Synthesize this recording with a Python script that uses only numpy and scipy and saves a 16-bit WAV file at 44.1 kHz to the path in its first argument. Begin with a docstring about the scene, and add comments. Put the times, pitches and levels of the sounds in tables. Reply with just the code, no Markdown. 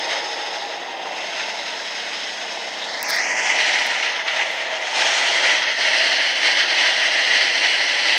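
"""The roar of wheels in a tunnel is heard first, with air rushing past a window in gusts and lulls.
A diesel railcar carries the hand-held camera; its faint engine and gear whine lie beneath.
The camera is shifted with a click and a scrape, and the rush turns louder and harsher.
Roar and rush are noise with moving spectra, engine and gears are sums of sines, and knocks and
clicks are decaying bursts of band noise."""
import sys
import numpy as np
from scipy import signal
from scipy.fft import rfft, irfft
from scipy.io import wavfile
from scipy.ndimage import uniform_filter1d

SR = 44100
rng = np.random.default_rng(int(sys.argv[2]) if len(sys.argv) > 2 else 0)


def persist_wave(psi):
    """Save psi, clipped to +-1, as 16-bit WAV."""
    counts = np.round(np.clip(psi, -1, 1) * 32767).astype(np.int16)
    wavfile.write(sys.argv[1], SR, np.atleast_2d(counts).T)


N = 360728
TIME = np.arange(N) / SR  # s

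# reflections in the sheltered corner that cancel or lift bands: f/Hz, width/Hz, level/dB
CORNER_BANDS = [(2335, 79, -8), (4640, 85, -0.5), (5220, 190, 2.5), (5870, 230, -6), (6340, 170, 9),
                (7280, 190, -8.5), (7760, 130, 0), (8700, 180, -3), (9600, 180, -7), (10150, 200, 3),
                (10900, 180, -5)]
# lulls, when the flow breaks away from the window:
# t/s, length/s, depth/dB, strength of the further treble loss/dB
FLOW_LULLS = [(4.19, 0.23, 0, 10), (4.23, 0.044, 4, 0), (5.669, 0.094, 2, 10), (5.755, 0.044, 5, 1),
              (6.32, 0.19, 2.5, 0), (6.655, 0.088, 1, 7), (7.506, .06, 2, 0)]


def gain_of(db):
    """Level to amplitude: 20 dB is a factor of ten."""
    return 10 ** (np.asarray(db) / 20)


def evened(x):
    """Normalization to unit root-mean-square value."""
    return x / np.sqrt(np.mean(x ** 2) + 1e-20)


def read(points, hz):
    """Spectral level in dB, interpolated linearly along a log-frequency axis."""
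    f, db = np.transpose(points)
    return np.interp(np.log(hz + 1), np.log(f + 1), db)


def follow(rows, t):
    """Linear interpolation in time of each column of a curve."""
    s, *columns = np.transpose(rows)
    return [np.interp(t, s, column) for column in columns]


def bell(hz, centre, width):
    """Gaussian resonance curve of height 1; the width is its standard deviation."""
    return np.exp(-.5 * ((hz - centre) / width) ** 2)


def bands(rows, hz):
    """Superposition in dB of Gaussian peaks and hollows."""
    return sum(db * bell(hz, centre, width) for centre, width, db in rows)


def swells(rows, t):
    """Superposition in dB of Gaussian swells, each as long as its width at half height."""
    return sum(db * 2 ** -np.minimum((2 * (t - s) / length) ** 2, 20) for s, length, db in rows)


def noise(shape_db):
    """Stationary noise of rms 1: white noise filtered by a function of frequency in dB."""
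    spectrum = rfft(rng.standard_normal(N))
    hz = np.fft.rfftfreq(N, 1 / SR)
    return evened(irfft(spectrum * gain_of(shape_db(hz)), N))


def wander(slow_hz, fast_hz):
    """Random modulation: slow noise of rms 1, band-limited between two rates."""
    count, rate_hz = 4096, 400
    f = np.fft.rfftfreq(count, 1 / rate_hz)
    above_slow = 1 + (slow_hz / (f + 1e-6)) ** 4
    below_fast = 1 + (f / fast_hz) ** 4
    band = (above_slow * below_fast) ** -.5
    drift = evened(irfft(rfft(rng.standard_normal(count)) * band))
    return np.interp(TIME, np.arange(count) / rate_hz, drift)


def burst(s, rise, decay, centre_hz, octaves):
    """Impulsive excitation: band noise of rms 1 under an envelope that peaks at 1 at time s."""
    count = 2 ** 14
    hz = np.fft.rfftfreq(count, 1 / SR)
    shape = bell(np.log2(hz + 1), np.log2(centre_hz), octaves)
    band = evened(irfft(rfft(rng.standard_normal(count)) * shape))
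    t = TIME - s
    envelope = np.exp(-np.minimum(np.maximum(-t / rise, t / decay), 20))
    return np.resize(band, N) * envelope


def microphone_hiss(level_db=-65):
    """Self-noise of the microphone: faint, white and stationary."""
    return gain_of(level_db) * rng.standard_normal(N)


def engine(waver=0.0045, throb_db=1.0):
    """Periodic combustion: harmonics of the crankshaft rate, which sags at two gear changes."""
    # crankshaft: t/s, f/Hz
    shaft_curve = [(0, 31.66), (1.0, 28.48), (1.4, 30.31), (3.0, 31.83), (3.95, 31.55), (5.05, 27.6),
                   (8.18, 29.1)]
    # orders: multiple of the crankshaft rate, relative level/dB
    orders = [(4, -15.5), (6, -4.5), (7, -3), (8, -6), (9, -2.5), (10, -3.5), (12, -2)]
    idle_db, idle_hz = -58, 28.6
    db_per_hz, coast_db_per_hz_s = 1.8, 1.2  # louder with speed, quieter while it slows down
    shaft_hz = follow(shaft_curve, TIME)[0]
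    slowing = np.maximum(-np.gradient(shaft_hz, TIME), 0)  # Hz/s
    level_db = idle_db + db_per_hz * (shaft_hz - idle_hz) - coast_db_per_hz_s * slowing
    angle = 2 * np.pi * np.cumsum(shaft_hz * (1 + waver * wander(0.75, 9.7))) / SR
    harmonics = 0
    for order, db in orders:
        amplitude = gain_of(db + throb_db * wander(1, 8.1))
        harmonics = harmonics + amplitude * np.sin(order * angle + 2 * np.pi * rng.random())
    return gain_of(level_db) * harmonics


def gear_tone(hz, db, waver=0.0054, throb_db=3.6):
    """Tooth-mesh tone: a sine with small random modulation of frequency and amplitude."""
    amplitude = gain_of(db + throb_db * wander(3.2, 14))
    return amplitude * np.sin(2 * np.pi * np.cumsum(hz * (1 + waver * wander(2.4, 19))) / SR)


def whine():
    """Mesh and resonance: a gear tone sinks as a panel drones; later two drive tones swell."""
    # sinking gear tone: t/s, f/Hz, level/dB
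    sinking = [(0, 840, -43), (.25, 841, -34.5), (.6, 820, -37.5), (.9, 795, -38), (1.13, 757, -37),
               (1.4, 735, -59), (1.9, 680, -63)]
    # ringing body panel: t/s, level/dB
    panel_level = [(0, -41), (.5, -43), (.75, -50.5)]
    # the drive sings at full speed: t/s, level/dB
    singing = [(2.4, -61), (3.1, -41), (3.65, -39.5), (4.1, -43), (4.6, -54)]
    # tones of the singing drive: f/Hz, relative level/dB
    sing_tones = [(757, 1.5), (998, 0)]
    panel_hz, panel_width_hz = 460.4, 14
    resonance = noise(lambda f: -20 * np.log10(1 + ((f - panel_hz) / panel_width_hz) ** 2))
    panel = gain_of(follow(panel_level, TIME)[0]) * resonance
    sing_db = follow(singing, TIME)[0]
    drive = sum(gear_tone(hz, sing_db + db) for hz, db in sing_tones)
    return gear_tone(*follow(sinking, TIME)) + panel + drive


def handling(octaves=0.86):
    """Contact and friction: fingers on the camera body give dry clicks and scrapes."""
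    # touches: t/s, level/dB, rise/s, decay/s, centre f/Hz
    touches = [(3.0288, -10, 0.00016, 0.00056, 9700), (3.03, -56, .004, 0.011, 50),
               (3.033, -43, .002, .01, 11000), (3.099, -29, 0.0074, 0.0077, 12000),
               (3.106, -19, 0.00034, 0.0008, 9500), (3.145, -42, .015, .025, 11000),
               (3.161, -32, .001, .003, 10000), (3.81, -56, 0.018, .03, 12500),
               (3.866, -38, 0.0032, .004, 12400), (4.35, -62, .02, .04, 12500),
               (4.515, -45, .001, .002, 8000), (4.57, -55, .02, .006, 12500)]
    return sum(gain_of(db) * burst(s, rise, decay, hz, octaves) for s, db, rise, decay, hz in touches)


def jolts(rise=0.002, octaves=0.64):
    """Impact excitation: jolts from the track are short decaying bursts of noise."""
    # knocks: t/s, level/dB, centre f/Hz, decay/s
    knocks = [(.125, -33, 1500, 0.013), (1.052, -27, 700, 0.021), (1.395, -25.5, 2030, 0.03),
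              (2.84, -29, 3230, 0.019), (3.47, -19, 2200, 0.0034), (4.026, -21.5, 2500, 0.05),
              (4.278, -18, 2310, 0.016), (5.44, -18, 2300, 0.02), (6.425, -18.5, 2220, 0.016)]
    return sum(gain_of(db) * burst(s + rise, rise, decay, hz, octaves) for s, db, hz, decay in knocks)


def gusting(t):
    """Unsteady flow: gusts lift its level in dB and lulls drop it."""
    # gusts that hit the window: t/s, length/s, strength/dB
    gusts = [(.12, 0.14, 4), (1.41, 0.055, 3), (4.39, 0.086, 3.5), (5.03, 0.069, 1), (5.49, 0.091, 2.5),
             (6.02, .16, 1.5), (6.245, 0.043, 0.5), (6.47, 0.093, 2.5), (6.59, 0.064, 2), (6.83, 0.12, 2),
             (7.39, 0.17, 2.5), (7.66, .12, 1.5), (8.11, 0.056, 3)]
    drops = [(s, length, db) for s, length, db, _ in FLOW_LULLS]
    return swells(gusts, t) - swells(drops, t)


def wheels(flutter_db=0.7, ring_hz=630, ring_width_hz=90, thinning=1.0):
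    """Rolling contact: rail roughness excites a fluttering roar, hollow while the cab resonates."""
    # spectrum of the wheels in the tunnel: f/Hz, relative level/dB
    roar_spectrum = [(18, -80), (30, -48), (65, -57), (112, -29), (139, -35.5), (179, -20.5), (246, -24),
                     (282, -11), (412, -10), (451, -10.5), (502, -7), (649, 1.5), (722, -2), (920, -0.5),
                     (1120, -14), (1460, -24), (2460, -120)]
    # loudness of the wheels before gusts and flutter: t/s, level/dB
    rolling = [(0, -34), (1.05, -32.5), (1.9, -35.5), (3.0, -33.5), (3.58, -29), (4.05, -34), (4.92, -30.5),
               (4.99, -25), (5.1, -27.5), (5.42, -27), (5.62, -30.5), (8.18, -32)]
    t = np.arange(N // 512 + 5)[:, None] * 512 / SR
    hz = np.fft.rfftfreq(2048, 1 / SR)
    hollow_db = 2.5 * bell(t, 4.88, 0.43)  # centre and spread in s
    hollow_shape = bell(hz, ring_hz, ring_width_hz) - thinning * bell(hz, 340, 160)
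    colour = gain_of(read(roar_spectrum, hz) + hollow_db * hollow_shape)
    a, b = rng.standard_normal((2,) + colour.shape)
    # each frame is normalized, so the colour does not alter the loudness
    z = (a + 1j * b) * colour / np.linalg.norm(colour, axis=1, keepdims=True)
    roar = evened(signal.istft(z.T, nperseg=2048, noverlap=1536)[1][:N])
    level_db = follow(rolling, TIME)[0] + gusting(TIME)
    return roar * gain_of(level_db + flutter_db * wander(3.8, 22))


def frame_echo(t, hz, null_width=0.12, lift_ratio=1.71, lift_width=0.22):
    """Interference, in dB: the window frame's echo cancels one band and lifts a higher one."""
    # gliding reference of the echo as the camera passes the frame: t/s, f/Hz
    glide = [(2.8, 2150), (2.92, 2630), (2.99, 2750), (3.05, 3450), (3.11, 2900), (3.17, 2960),
             (3.25, 3670), (3.5, 4040)]
    from_s, rise_s, until_s, fade_s = 2.76, 0.24, 3.61, 0.25
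    depth_db, lift_db = 16, 6.5
    multiple = hz / follow(glide, t)[0]
    near = np.clip(np.minimum((t - from_s) / rise_s, (until_s - t) / fade_s), 0, 1)
    lift = lift_db * np.sqrt(near) * bell(multiple, lift_ratio, lift_width)
    return lift - depth_db * near * bell(multiple, 0.98, null_width)


def muffling(t, hz):
    """Flow separation, as a loss in dB: treble drops in a lull and corner reflections show through."""
    loss_db = swells([(s, length, db) for s, length, _, db in FLOW_LULLS], t)
    corner_per_db = .055  # share of the reflections for each dB of loss
    return loss_db * (bell(hz, 7850, 830) - corner_per_db * bands(CORNER_BANDS, hz))


def slipstream(patchy_db=0.98, buffet_db=0.81, split_hz=3900):
    """Turbulence: broadband rush and hiss, coloured by a gap resonance and by reflections."""
    # spectra of the air at three places of the microphone: f/Hz, relative level/dB
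    sheltered = [(680, -26), (1150, -4.5), (1980, 4.5), (3770, -1.5), (4390, -12), (5160, -5.5),
                 (5820, -13), (6420, -17.5), (7390, -24), (15500, -59.5)]
    at_frame = [(680, -51), (1150, -13.5), (1660, -6), (1980, 1.5), (2380, -4.5), (3200, -4), (3770, -11),
                (4150, -10.5), (4730, -13.5), (6010, -12), (7720, -26), (8610, -27), (9920, -41),
                (15500, -63)]
    in_stream = [(680, -56), (1150, -16.5), (1370, -14), (1480, -10.5), (2000, 2), (2360, -7), (2960, -3),
                 (3730, -10.5), (4390, -8), (6150, -18), (6930, -37), (8520, -30), (11200, -51),
                 (15500, -60)]
    # lifts and a dip in the colour of the air in the stream: f/Hz, width/Hz, level/dB
    stream_bands = [(3060, 110, 1.5), (3700, 110, -4), (4220, 130, 2), (7070, 600, 5)]
    # t/s, place (0 sheltered, 1 at the frame, 2 in the stream), gap resonance level/dB
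    place_curve = [(0, 0.07, 0.5), (2.5, 0.32, -0.5), (3.1, 0.73, 2.5), (3.6, 1.27, 4), (4.8, 0.66, -0.5),
                   (5.05, 0.85, -4), (5.4, 1.4, -0.5), (5.65, 1.3, 2.5), (5.82, 1.9, 0.5), (8.18, 1.9, 0.5)]
    # air reaching the microphone as the camera leans out, before gusts and buffeting:
    # t/s, rush level/dB, hiss level/dB
    airflow = [(0, -30, -32), (0.55, -31, -33), (0.95, -34.5, -42), (1.25, -31, -33), (2.2, -30, -32.5),
               (2.8, -32, -35), (3.07, -29, -31.5), (3.1, -22.5, -25), (3.28, -24, -31),
               (3.68, -17.5, -26.5), (3.95, -22, -31.5), (4.72, -27, -37.5), (4.925, -27, -31),
               (4.98, -21.5, -24.5), (5.25, -20, -25.5), (5.7, -19, -29), (5.83, -19, -25.5),
               (8.18, -20, -27)]
    gap_hz, gap_width_hz = 1980, 130  # air resonance of the window gap
    hiss_per_gust = .9  # dB for each dB of the rush
    t = np.arange(N // 128 + 5)[:, None] * 128 / SR
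    hz = np.fft.rfftfreq(512, 1 / SR)

    place, gap_db = follow(place_curve, t)
    colours = [read(sheltered, hz) + bands(CORNER_BANDS, hz),
               read(at_frame, hz),
               read(in_stream, hz) + bands(stream_bands, hz)]
    # neighbouring places cross-fade in dB
    db = sum(np.maximum(1 - abs(np.clip(place, 0, 2) - k), 0) * colour for k, colour in enumerate(colours))
    db = db + gap_db * bell(hz, gap_hz, gap_width_hz)
    db = db + frame_echo(t, hz) - muffling(t, hz)

    colour_power = gain_of(db) ** 2
    upper = 1 / (1 + (split_hz / (hz + 1)) ** 10)
    rush_db, hiss_db = follow(airflow, t)
    gust_db = gusting(t)
    layers = [(rush_db + gust_db, colour_power * (1 - upper)),
              (hiss_db + hiss_per_gust * gust_db, colour_power * upper)]
    power = sum(gain_of(level) ** 2 * part / part.sum(1, keepdims=True) for level, part in layers)

    a, b, eddies = rng.standard_normal((3,) + power.shape)
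    # smoothing over time and frequency makes patches of level
    eddies = uniform_filter1d(eddies, size=12, axis=0)
    eddies = evened(uniform_filter1d(eddies, size=10, axis=1))
    z = np.sqrt(power) * (a + 1j * b) * gain_of(patchy_db * eddies)
    # the factor makes up for power lost where independent frames overlap
    air = signal.istft(z.T, nperseg=512, noverlap=384)[1][:N] * np.sqrt(3 / 2)
    return air * gain_of(buffet_db * wander(6.7, 15.5))


def tunnel(x, ripple_db=1.5):
    """Interference: echoes from passing walls lift and cancel narrow bands that slowly shift."""
    z = signal.stft(x, nperseg=2048, noverlap=1536)[2]
    ripple = uniform_filter1d(rng.standard_normal(z.shape), size=2, axis=0)
    ripple = evened(uniform_filter1d(ripple, size=50, axis=1))
    rippled = z * evened(gain_of(ripple_db * ripple))
    return signal.istft(rippled, nperseg=2048, noverlap=1536)[1][:N]


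def scene():
    """Superposition: all sources add at one microphone, over its faint hiss."""
    off_the_walls = tunnel(wheels() + slipstream() + jolts())
    aboard = engine() + whine() + handling()
    return (off_the_walls + aboard + microphone_hiss())[None]


def record(dry, cut_hz=60, edge_hz=15800):
    """Band limitation: the small microphone loses deep bass, then a low-pass removes the top."""
    thin = signal.sosfilt(signal.butter(2, cut_hz, "highpass", fs=SR, output="sos"), dry)
    low_pass = signal.firwin(511, edge_hz, window=("kaiser", 9), fs=SR)
    return signal.oaconvolve(thin, low_pass[None], "same")


dry = scene()
out = record(dry)
persist_wave(out)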